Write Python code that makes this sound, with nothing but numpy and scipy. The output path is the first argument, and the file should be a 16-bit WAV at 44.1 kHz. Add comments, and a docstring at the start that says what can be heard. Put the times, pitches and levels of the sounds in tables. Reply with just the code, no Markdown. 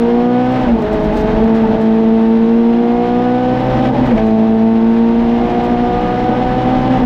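"""Rally car flat out, from inside

A four-cylinder rally car runs flat out on a country road, heard in its bare cabin, with two quick upshifts.
The firing note booms in the body shell and unequal cylinders add lines between its harmonics.
Noise pulsed by the firings makes the exhaust roar and the valve-gear hiss; more shaped noise makes the tyres.
Short noise flurries are the loose fittings and dull knocks, and gliding tones chirp in the shifts."""
import sys
import numpy as np
from scipy import signal
from scipy.fft import rfft, irfft, next_fast_len
from scipy.io import wavfile
from scipy.ndimage import uniform_filter1d, minimum_filter1d, map_coordinates

SR = 44100
rng = np.random.default_rng(int(sys.argv[2]) if len(sys.argv) > 2 else 0)


def waveform_to_disk(signal):
    """Save audio, clipped to [-1, 1], as 16-bit WAV at the path in sys.argv[1]."""
    frames = np.transpose(np.atleast_2d(signal))
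    scaled = np.clip(frames, -1, 1) * 32767
    samples = np.round(scaled).astype(np.int16)
    wavfile.write(sys.argv[1], SR, samples)


N = 310905
TIME = np.arange(N) / SR   # seconds


def from_db(db):
    """Decibels to gain."""
    return 10 ** (np.asarray(db) / 20)


def rms_one(x):
    """Scale to unit power."""
    return x / np.sqrt(np.mean(x ** 2) + 1e-20)


def in_time(rows):
    """A curve of (seconds, value) rows, joined by straight lines with softened corners, at every sample."""
    seconds, values = np.transpose(rows)
    return uniform_filter1d(np.interp(TIME, seconds, values), size=441)


def drift(rate_hz):
    """Random wander of unit power that changes about rate_hz times a second: low-passed noise."""
    step = 40   # samples between the points that are drawn
    pole = np.exp(-2 * np.pi * rate_hz * step / SR)
    noise = rng.standard_normal(N // step + 2002)
    slow = signal.lfilter([1], [1, -2 * pole, pole * pole], noise)[2000:]   # skip the filter's start
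    return np.interp(np.arange(N) / step, np.arange(len(slow)), rms_one(slow))


def bump(centre_s, half_length_s):
    """A smooth bump of height 1 around a moment."""
    return np.exp(-((TIME - centre_s) / half_length_s) ** 2)


def resonant_lift(hz, resonances):
    """Summed dB that a set of resonances adds at each frequency."""
    return sum(lift_db / (1 + (2 * (hz - centre) / width) ** 2) for centre, width, lift_db in resonances)


def coloured(x, spectrum, resonances=()):
    """Give an excitation a broad spectrum with resonant lifts; rms 1."""
    size = next_fast_len(N)
    hz = np.maximum(np.fft.rfftfreq(size, 1 / SR), 1)
    points_hz, points_db = np.transpose(spectrum)
    db = np.interp(np.log(hz), np.log(points_hz), points_db) + resonant_lift(hz, resonances)
    return rms_one(irfft(rfft(x, size) * from_db(db), size)[:N])


def strokes(turns, depth):
    """A swell once per turn, of unit power."""
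    return rms_one(np.exp(depth * np.cos(2 * np.pi * turns)))


def engine_line(turns, flutter, flutter_hz):
    """One tone, near unit power, whose strength and phase flutter with uneven burning."""
    phase = 2 * np.pi * (turns + rng.random())
    line = (1 + flutter * drift(flutter_hz)) * np.sin(phase) + flutter * drift(flutter_hz) * np.cos(phase)
    return line * np.sqrt(2 / (1 + 2 * flutter ** 2))


# Engine speed, one list each for the low, middle and high gear, with the fall at each shift.
# Each row: time in seconds, firings per second before shudder.
GEAR_REVS = [
    [(0, 233.1), (.59, 255.8), (.66, 248.6), (.72, 228), (.78, 222.1)],
    [(.83, 208.8), (.89, 214.2), (1.03, 211.5), (1.33, 216), (1.44, 223.5), (1.62, 223.5), (1.78, 220.9),
     (2.4, 226.4), (2.62, 231.7), (3.15, 242.7), (3.38, 249.3), (3.85, 257.8), (4.08, 253), (4.14, 226.1)],
    [(4.17, 215.2), (4.23, 220.1), (4.46, 221.6), (5.27, 233.6), (5.49, 238.3), (5.75, 240.2), (6.16, 245),
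     (6.3, 248.2), (6.6, 251.5), (6.95, 257), (7.05, 249.8)],
]


def engine_speed():
    """Firings per second as the car climbs through three gears."""
    return in_time(np.vstack(GEAR_REVS))


# Throttle lifts, for the two upshifts and once more at the end.
# Each row: start in seconds, end in seconds.
SHIFTS = [(.66, .82), (3.91, 4.17), (6.991, 7.3)]


def throttle_lift():
    """0 on full throttle, 1 in the middle of a lift, with quick ramps between."""
    return sum(np.clip(np.minimum(TIME - start, end - TIME) / 0.023 + .5, 0, 1) for start, end in SHIFTS)


# Tyres working through the bend. Each row: time in seconds, level in dB.
CORNER = [(0, -56), (.6, -46), (.85, -29), (1.2, -31.5), (1.75, -26), (2.1, -40.5), (3.0, -54.5)]


def cornering_level():
    """Level in dB of the tyres' scrub from the load of the bend."""
    return in_time(CORNER)


# Roughness of the road, as its rumble. 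Each row: time in seconds, level in dB before offset and jolts.
ROAD = [(0.0, -31.5), (0.25, -33.5), (0.27, -44.5), (0.63, -28.5), (1.41, -23.5), (1.59, -30.5),
        (1.69, -32), (2.35, -37.5), (3.06, -35.5), (3.26, -38.5), (3.32, -40), (3.65, -30.5), (3.71, -30),
        (4.18, -24), (4.34, -32), (4.46, -33.5), (4.65, -39.5), (4.81, -35), (5.14, -35), (5.2, -29.5),
        (6.87, -27), (7.05, -24.5)]


def road_level():
    """Roughness of the road over time, in dB."""
    return in_time(ROAD)


# How the gas roar and the valve hiss grow. Columns: base in dB at low revs, dB more at high revs,
# dB more in the bend, dB more off the throttle, dB per dB of road rumble, random surge in dB.
ROAR_LAW = (-25, 3, 4.5, 1.5, 0.4149, 1.0)
HISS_LAW = (-35, 3, 1, -2, 0.1847, 0)
# The rasp flares at the top of the middle gear. Columns: time in seconds, half length in seconds, rise in dB.
FLARE = (3.86, .16, 1.9)
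REVS_POWER = 1.1   # noise climbs ever faster towards the top of the revs


def effort_db(law, revs, bend, off_throttle, bumps_db):
    """Noise level in dB: follows revs, bend, throttle and rough road, with any random surge."""
    base_db, revs_db, bend_db, lifted_db, road_share, surge_db = law
    flare_s, flare_half_s, flare_db = FLARE
    db = base_db + flare_db * bump(flare_s, flare_half_s)
    db += revs_db * revs ** REVS_POWER + bend_db * bend
    db += lifted_db * off_throttle + road_share * bumps_db
    return db + surge_db * drift(3.5)


# A harmonic swells or sags briefly.
# Each row: time in seconds, half length in seconds, multiple of the firing rate, change in dB.
SWELLS = [(0.04, 0.18, 1, -2.5), (0.09, 0.22, 2, 6), (.35, .12, 6, 2), (.58, .08, 2, -4.5),
          (0.682, 0.025, 1, -7.5), (0.785, 0.022, 1, -11), (1.324, .04, 1, -5), (1.43, 0.013, 2, 5),
          (1.763, 0.096, 1, -5.5), (2.37, 0.028, 3, -21), (3.063, 0.034, 1, -9), (3.398, .15, 6, 1.5),
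          (3.65, .15, 1, -5.5), (3.85, 0.23, 2.25, 3.5), (3.906, 0.014, 1, 7), (4.023, 0.011, 1, 6.5),
          (4.302, .25, 3.5, 5.5), (4.35, .25, 2, 1), (4.55, 0.74, .5, 7), (5.1, .12, 4, 3.5),
          (5.45, .04, 1, -3.5), (5.713, 0.019, 1, 8), (5.835, 0.11, 1, 13.5), (6.0, 0.46, 5, 4.5),
          (6.05, 0.41, 1, -18.5), (6.76, 0.021, 1, 3), (6.917, 0.018, 1, 9), (7.05, 0.023, 1, 9)]


def swell_db(multiple):
    """dB by which one harmonic of the firing rate swells or sags over time."""
    return sum(db * bump(s, half_s) for s, half_s, which, db in SWELLS if which == multiple)


# How loud each strong harmonic is in the cabin as the revs carry it along, before the changes below.
# Each row: frequency in Hz, level in dB.
DRONE = [(105, -30.5), (111, -36), (117, -43.5), (122, -27.5), (128, -20)]
BOOM = [(211, -28.5), (216, -25), (220, -11.5), (226, -10), (232, -11), (238, -13), (244, -15), (256, -18)]
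SECOND = [(420, -22), (445, -19), (470, -20.5), (500, -20), (516, -23)]
THIRD = [(630, -21), (655, -21), (675, -25.5), (690, -36), (704, -26), (724, -19), (770, -19.5)]
# The strong harmonics, in the order of the four responses above. Each row: multiple of the firing rate,
# change off the throttle in dB, offsets in the low, middle and high gear in dB.
HARMONICS = [(.5, -2, -2, -2.5, -0.24), (1, 0.5, 2.3, 0.31, 0.32), (2, -3.5, -0.53, 1.4, -1.7),
             (3, -4.5, -2.2, -1.8, 0.037)]
BOOM_WAVER_DB, BOOM_WAVER_HZ = -24, 22   # ragged part of the boom at full unrest


def firing_note(firings, firing_hz, unrest, off_throttle):
    """Strong harmonics follow the cabin's response: clean in a calm pull, ragged on bumps and off the throttle."""
    gear = np.searchsorted([end for start, end in SHIFTS], TIME)
    phase = 2 * np.pi * firings
    waver = drift(BOOM_WAVER_HZ) * np.sin(phase) + drift(BOOM_WAVER_HZ) * np.cos(phase)
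    out = from_db(BOOM_WAVER_DB) * np.minimum(unrest, 1) ** 2 * waver
    for response, (multiple, lifted_db, *gears_db) in zip((DRONE, BOOM, SECOND, THIRD), HARMONICS):
        db = np.interp(multiple * firing_hz, *np.transpose(response))
        db += lifted_db * off_throttle
        db += uniform_filter1d(np.take(gears_db, gear), size=2205)   # blends the gears over 50 ms
        db += swell_db(multiple)
        flutter = (0.046 + .09 * unrest) * max(multiple, 1) ** .5
        flutter += 0.61 * max(multiple - 1, 0) * off_throttle   # upper harmonics break up
        out += from_db(db) * engine_line(multiple * firings, flutter, flutter_hz=20.4)
    return out


# Weaker engine lines, before resonances and swells.
# Each row: multiple of the four-stroke cycle rate, dB at low revs, dB at high revs.
WEAK_LINES = [(3, -37, -32.5), (5, -36, -28.5), (6, -27.5, -35.5), (7, -41.5, -48.5), (9, -41, -37.5),
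              (10, -51.5, -35.5), (11, -37, -39.5), (13, -38, -36.5), (14, -39.5, -40.5), (15, -48, -51.5),
              (16, -32, -39.5), (17, -48.5, -55), (18, -53.5, -43), (19, -54.5, -52), (20, -47, -42),
              (22, -53.5, -50.5), (24, -49, -45.5), (26, -53.5, -53), (28, -50.5, -45.5), (30, -53, -54),
              (32, -55, -56.5), (36, -56.5, -51.5), (40, -57.5, -55), (44, -60.5, -50), (48, -54, -51)]
# Body resonances that the weaker lines glide through. Each row: centre in Hz, width in Hz, lift in dB.
BODY = [(182.3, 7.8, 9.5), (302.7, 14, 4.5), (360.3, 30, 8.5), (575.6, 13, 7.5), (651, 17, 6.5),
        (773, 38, 7.5), (980, 45, 2), (1076, 40, 10), (1218, 20, 8.5), (1482, 45, 8.5), (2140, 60, 8.5)]


def cylinder_lines(cycles, firing_hz, revs, unrest, off_throttle):
    """Unequal cylinders repeat every cycle; each line swells as the revs carry it through a resonance."""
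    out, revs_hz = np.zeros(N), np.arange(200, 270)
    for multiple, low_db, high_db in WEAK_LINES:
        firing_multiple = multiple / 4   # four firings a cycle
        db = low_db + (high_db - low_db) * np.minimum(revs, 1)
        db += np.interp(firing_hz, revs_hz, resonant_lift(firing_multiple * revs_hz, BODY))
        db += swell_db(firing_multiple) - 2 * off_throttle
        out += from_db(db) * engine_line(multiple * cycles, 0.07 + .23 * unrest, flutter_hz=8)
    return out


# Spectrum of the exhaust gas. Each row: frequency in Hz, relative density in dB per Hz.
ROAR = [(90, -20.5), (150, -7), (235, -3.5), (400, -7.5), (520, -13), (700, -12.5), (900, -5.5),
        (1020, -23), (1300, -21), (2000, -72)]
# Resonances of cabin and exhaust. Each row: centre in Hz, width in Hz, lift in dB.
CABIN = [(231.4, 51, 10.5), (329, 40, 4.5), (468, 32, 9.5), (609, 93, 10), (788, 20, 6), (961.5, 30, 8)]


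def exhaust_roar(firings):
    """Turbulent gas leaves in a puff on each firing and rings the cabin."""
    puffs = rng.standard_normal(N) * strokes(firings, depth=0.86)
    return coloured(puffs, ROAR, CABIN)


# Spectrum of valve gear and intake. Each row: frequency in Hz, relative density in dB per Hz.
HISS = [(600, -16.5), (1100, 0), (1380, -6), (1700, -3.5), (2400, -7.5), (3300, -9), (4000, -13.5),
        (4600, -20), (5400, -22), (7000, -32), (10500, -49), (12500, -38.5), (15500, -53)]
# Panel resonances heard in the hiss. Each row: centre in Hz, width in Hz, lift in dB.
PANELS = [(1029.5, 110, 5), (1210, 31, 5.5), (1528, 37, 8), (1744, 50, 3.5), (2032, 150, 5), (2100, 63, -3),
          (2486, 70, 3.5), (2970, 130, 0.5), (3720, 63, 0), (5240, 200, 1.5)]


def mechanical_hiss(cycles, firings):
    """Valve gear repeats one clatter every cycle; intake air adds fresh noise, and both pulse with the firings."""
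    clatter = rng.standard_normal(512)   # one cycle of the valve gear
    repeating = map_coordinates(clatter, [cycles % 1 * len(clatter)], order=3, mode="grid-wrap")
    air = rng.standard_normal(N) * from_db(1.1 * drift(25))
    pulsing = strokes(firings, depth=0.061) * strokes(firings / 2, depth=0.072) * strokes(cycles, depth=0.047)
    return coloured((air + .42 * repeating) * pulsing, HISS, PANELS)


# Spectra of the road rumble and the tyre scrub. Each row: frequency in Hz, relative density in dB per Hz.
RUMBLE = [(12, -20.5), (25, 19.5), (36, 16.5), (55, 15), (80, 6.5), (110, -4), (150, -1.5), (210, -18.5),
          (400, -64)]
SCRUB = [(50, -17), (100, -8), (150, 1), (200, -7.5), (330, -25), (900, -27), (1300, -20.5), (1700, -20),
         (2400, -32), (4000, -47), (7000, -72)]
ROAD_DB, JOLT_DB = 1, 1   # offset of the rumble; its random swing
DRUM_DB, DRUM_REVS_DB = -5, 4   # drumming relative to the road level at low revs; dB more at high revs


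def tyres(road_db, corner_db, revs):
    """Tyres rumble and drum on the road, drumming more as the revs climb; loaded in the bend, they scrub harder."""
    rumble_gain = from_db(road_db + ROAD_DB + JOLT_DB * drift(3))
    rumble = rumble_gain * coloured(rng.standard_normal(N), RUMBLE)
    drum_gain = from_db(road_db + DRUM_DB + DRUM_REVS_DB * revs)
    scrub_gain = np.hypot(from_db(corner_db), drum_gain)   # the two add in power
    return rumble + scrub_gain * coloured(rng.standard_normal(N), SCRUB)


RISE_SHARE = .42   # a jolt builds up in this share of its decay time


def flurries(events, spectrum, grain_db):
    """Each jolt sets off a short flurry of tiny contacts: grainy noise under a fast rise and decay."""
    shake = np.zeros(N)
    for s, db, decay_s in events:
        away = np.maximum((s - TIME) / RISE_SHARE, TIME - s) / decay_s
        shake += from_db(db) * np.exp(-np.minimum(away, 20))
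    contacts = rng.standard_normal(N) * from_db(grain_db * drift(250))
    return shake * coloured(contacts, spectrum)


# Fittings shaken by bumps. Each row: time in seconds, level in dB, decay in seconds.
RATTLES = [(.520, -46, .035), (.62, -49, .02), (.79, -51, .012), (.823, -44, .016), (.931, -40, .014),
           (1.00, -50, .02), (1.045, -45, .022), (1.137, -47, .016), (1.174, -38.2, .026),
           (1.211, -43, .008), (1.442, -46, .01), (1.557, -45, .022), (1.815, -45, .02), (3.603, -47, .008),
           (3.85, -50, .08), (4.065, -45, .025), (4.266, -45, .015), (5.642, -44, .018)]
# Spectrum of the fittings. Each row: frequency in Hz, relative density in dB per Hz.
RATTLE = [(1200, -10.5), (3000, 10.5), (5000, 3.5), (7000, -2), (8800, -6), (10500, -19.5), (13000, -7.5),
          (16000, -13)]


def loose_fittings():
    """Loose fittings buzz against their mounts in bright flurries."""
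    return flurries(RATTLES, RATTLE, grain_db=0.5)


# Brief gliding chirps during the shifts.
# Each row: start in seconds, end in seconds, from Hz, to Hz, level at the middle in dB.
CHIRPS = [(0.666, 0.715, 620, 570, -19), (0.689, 0.843, 677, 840, -29.5), (3.923, 3.991, 935, 722, -20.5),
          (4.10, 4.157, 556.5, 440, -18.5)]


def shift_chirps():
    """Short ragged glides that swell and die."""
    out = np.zeros(N)
    for start, end, from_hz, to_hz, db in CHIRPS:
        swell = np.sin(np.pi * np.clip((TIME - start) / (end - start), 0, 1))
        turns = np.cumsum(np.interp(TIME, (start, end), (from_hz, to_hz))) / SR
        out += from_db(db) * swell * engine_line(turns, 0.17, flutter_hz=30)
    return out


# Dull knocks, most of them during the shifts. Each row: time in seconds, level in dB, decay in seconds.
KNOCKS = [(.685, -22.5, .03), (1.28, -24.5, .025), (3.87, -23, .03), (3.95, -24.5, .021), (4.05, -28, .03),
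          (4.11, -22.5, .03), (4.18, -20.5, 0.027), (5.5, -23.5, 0.068), (5.61, -28.5, 0.03)]
# Spectrum of the knocks. Each row: frequency in Hz, relative density in dB per Hz.
KNOCK = [(80, -6.5), (330, -4.5), (500, 0.5), (900, -0.5), (1300, -14.5), (2300, -12), (3500, -25),
         (6000, -38.5), (10000, -55)]


def dull_knocks():
    """Dull flurries of knocking, at the shifts and now and then between them or after."""
    return flurries(KNOCKS, KNOCK, grain_db=-1.5)


LOW_REVS_HZ, HIGH_REVS_HZ = 226, 250   # firings per second
BEND_SHUDDER = .004   # spread, as a share, of the crank speed as the wheels skip in the bend


def scene():
    """Engine, road and rattles mixed to one channel."""
    firing_hz = engine_speed()
    # 0 at low revs, 1 at high revs, and a little beyond
    revs = np.maximum(firing_hz - LOW_REVS_HZ, 0) / (HIGH_REVS_HZ - LOW_REVS_HZ)
    corner_db, road_db = cornering_level(), road_level()
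    bend = from_db(corner_db - corner_db.max())   # 1 at the hardest cornering
    off_throttle = throttle_lift()
    bumps_db = road_db - road_db.mean()
    roar_db = effort_db(ROAR_LAW, revs, bend, off_throttle, bumps_db)
    hiss_db = effort_db(HISS_LAW, revs, bend, off_throttle, bumps_db)
    unrest = from_db(roar_db + 19)   # the engine runs rougher as its roar grows
    # driveline shudder makes the crank speed waver, most when the load comes off
    shudder = (.0006 + 0.00225 * unrest) * drift(12)
    shudder += (.015 * off_throttle + BEND_SHUDDER * bend) * drift(40)
    firings = np.cumsum(firing_hz * (1 + shudder)) / SR
    cycles = firings / 4
    engine = firing_note(firings, firing_hz, unrest, off_throttle)
    engine += cylinder_lines(cycles, firing_hz, revs, unrest, off_throttle)
    roar = from_db(roar_db) * exhaust_roar(firings)
    hiss = from_db(hiss_db) * mechanical_hiss(cycles, firings)
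    road = tyres(road_db, corner_db, revs)
    rattles_and_knocks = loose_fittings() + dull_knocks()
    return (engine + roar + hiss + road + rattles_and_knocks + shift_chirps())[None]


def limiter(x, ceiling_db, release_db_per_s):
    """Gain ducks smoothly just ahead of each peak above the ceiling and recovers steadily."""
    over = np.maximum(20 * np.log10(np.abs(x) + 1e-9) - ceiling_db, 0)
    ramp = release_db_per_s * TIME
    held = np.maximum.accumulate(over + ramp, axis=-1) - ramp
    gain_db = minimum_filter1d(-held, size=201)
    return x * from_db(uniform_filter1d(uniform_filter1d(gain_db, size=121), size=81))


CUTOFF_HZ = 15750


def record(dry):
    """Peaks are limited, then a steep low-pass cuts the top."""
    limited = limiter(dry, ceiling_db=-2.4, release_db_per_s=120)
    low_pass = signal.ellip(10, .1, 80, CUTOFF_HZ, fs=SR, output="sos")
    return signal.sosfilt(low_pass, limited)


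dry = scene()
out = record(dry)
waveform_to_disk(out)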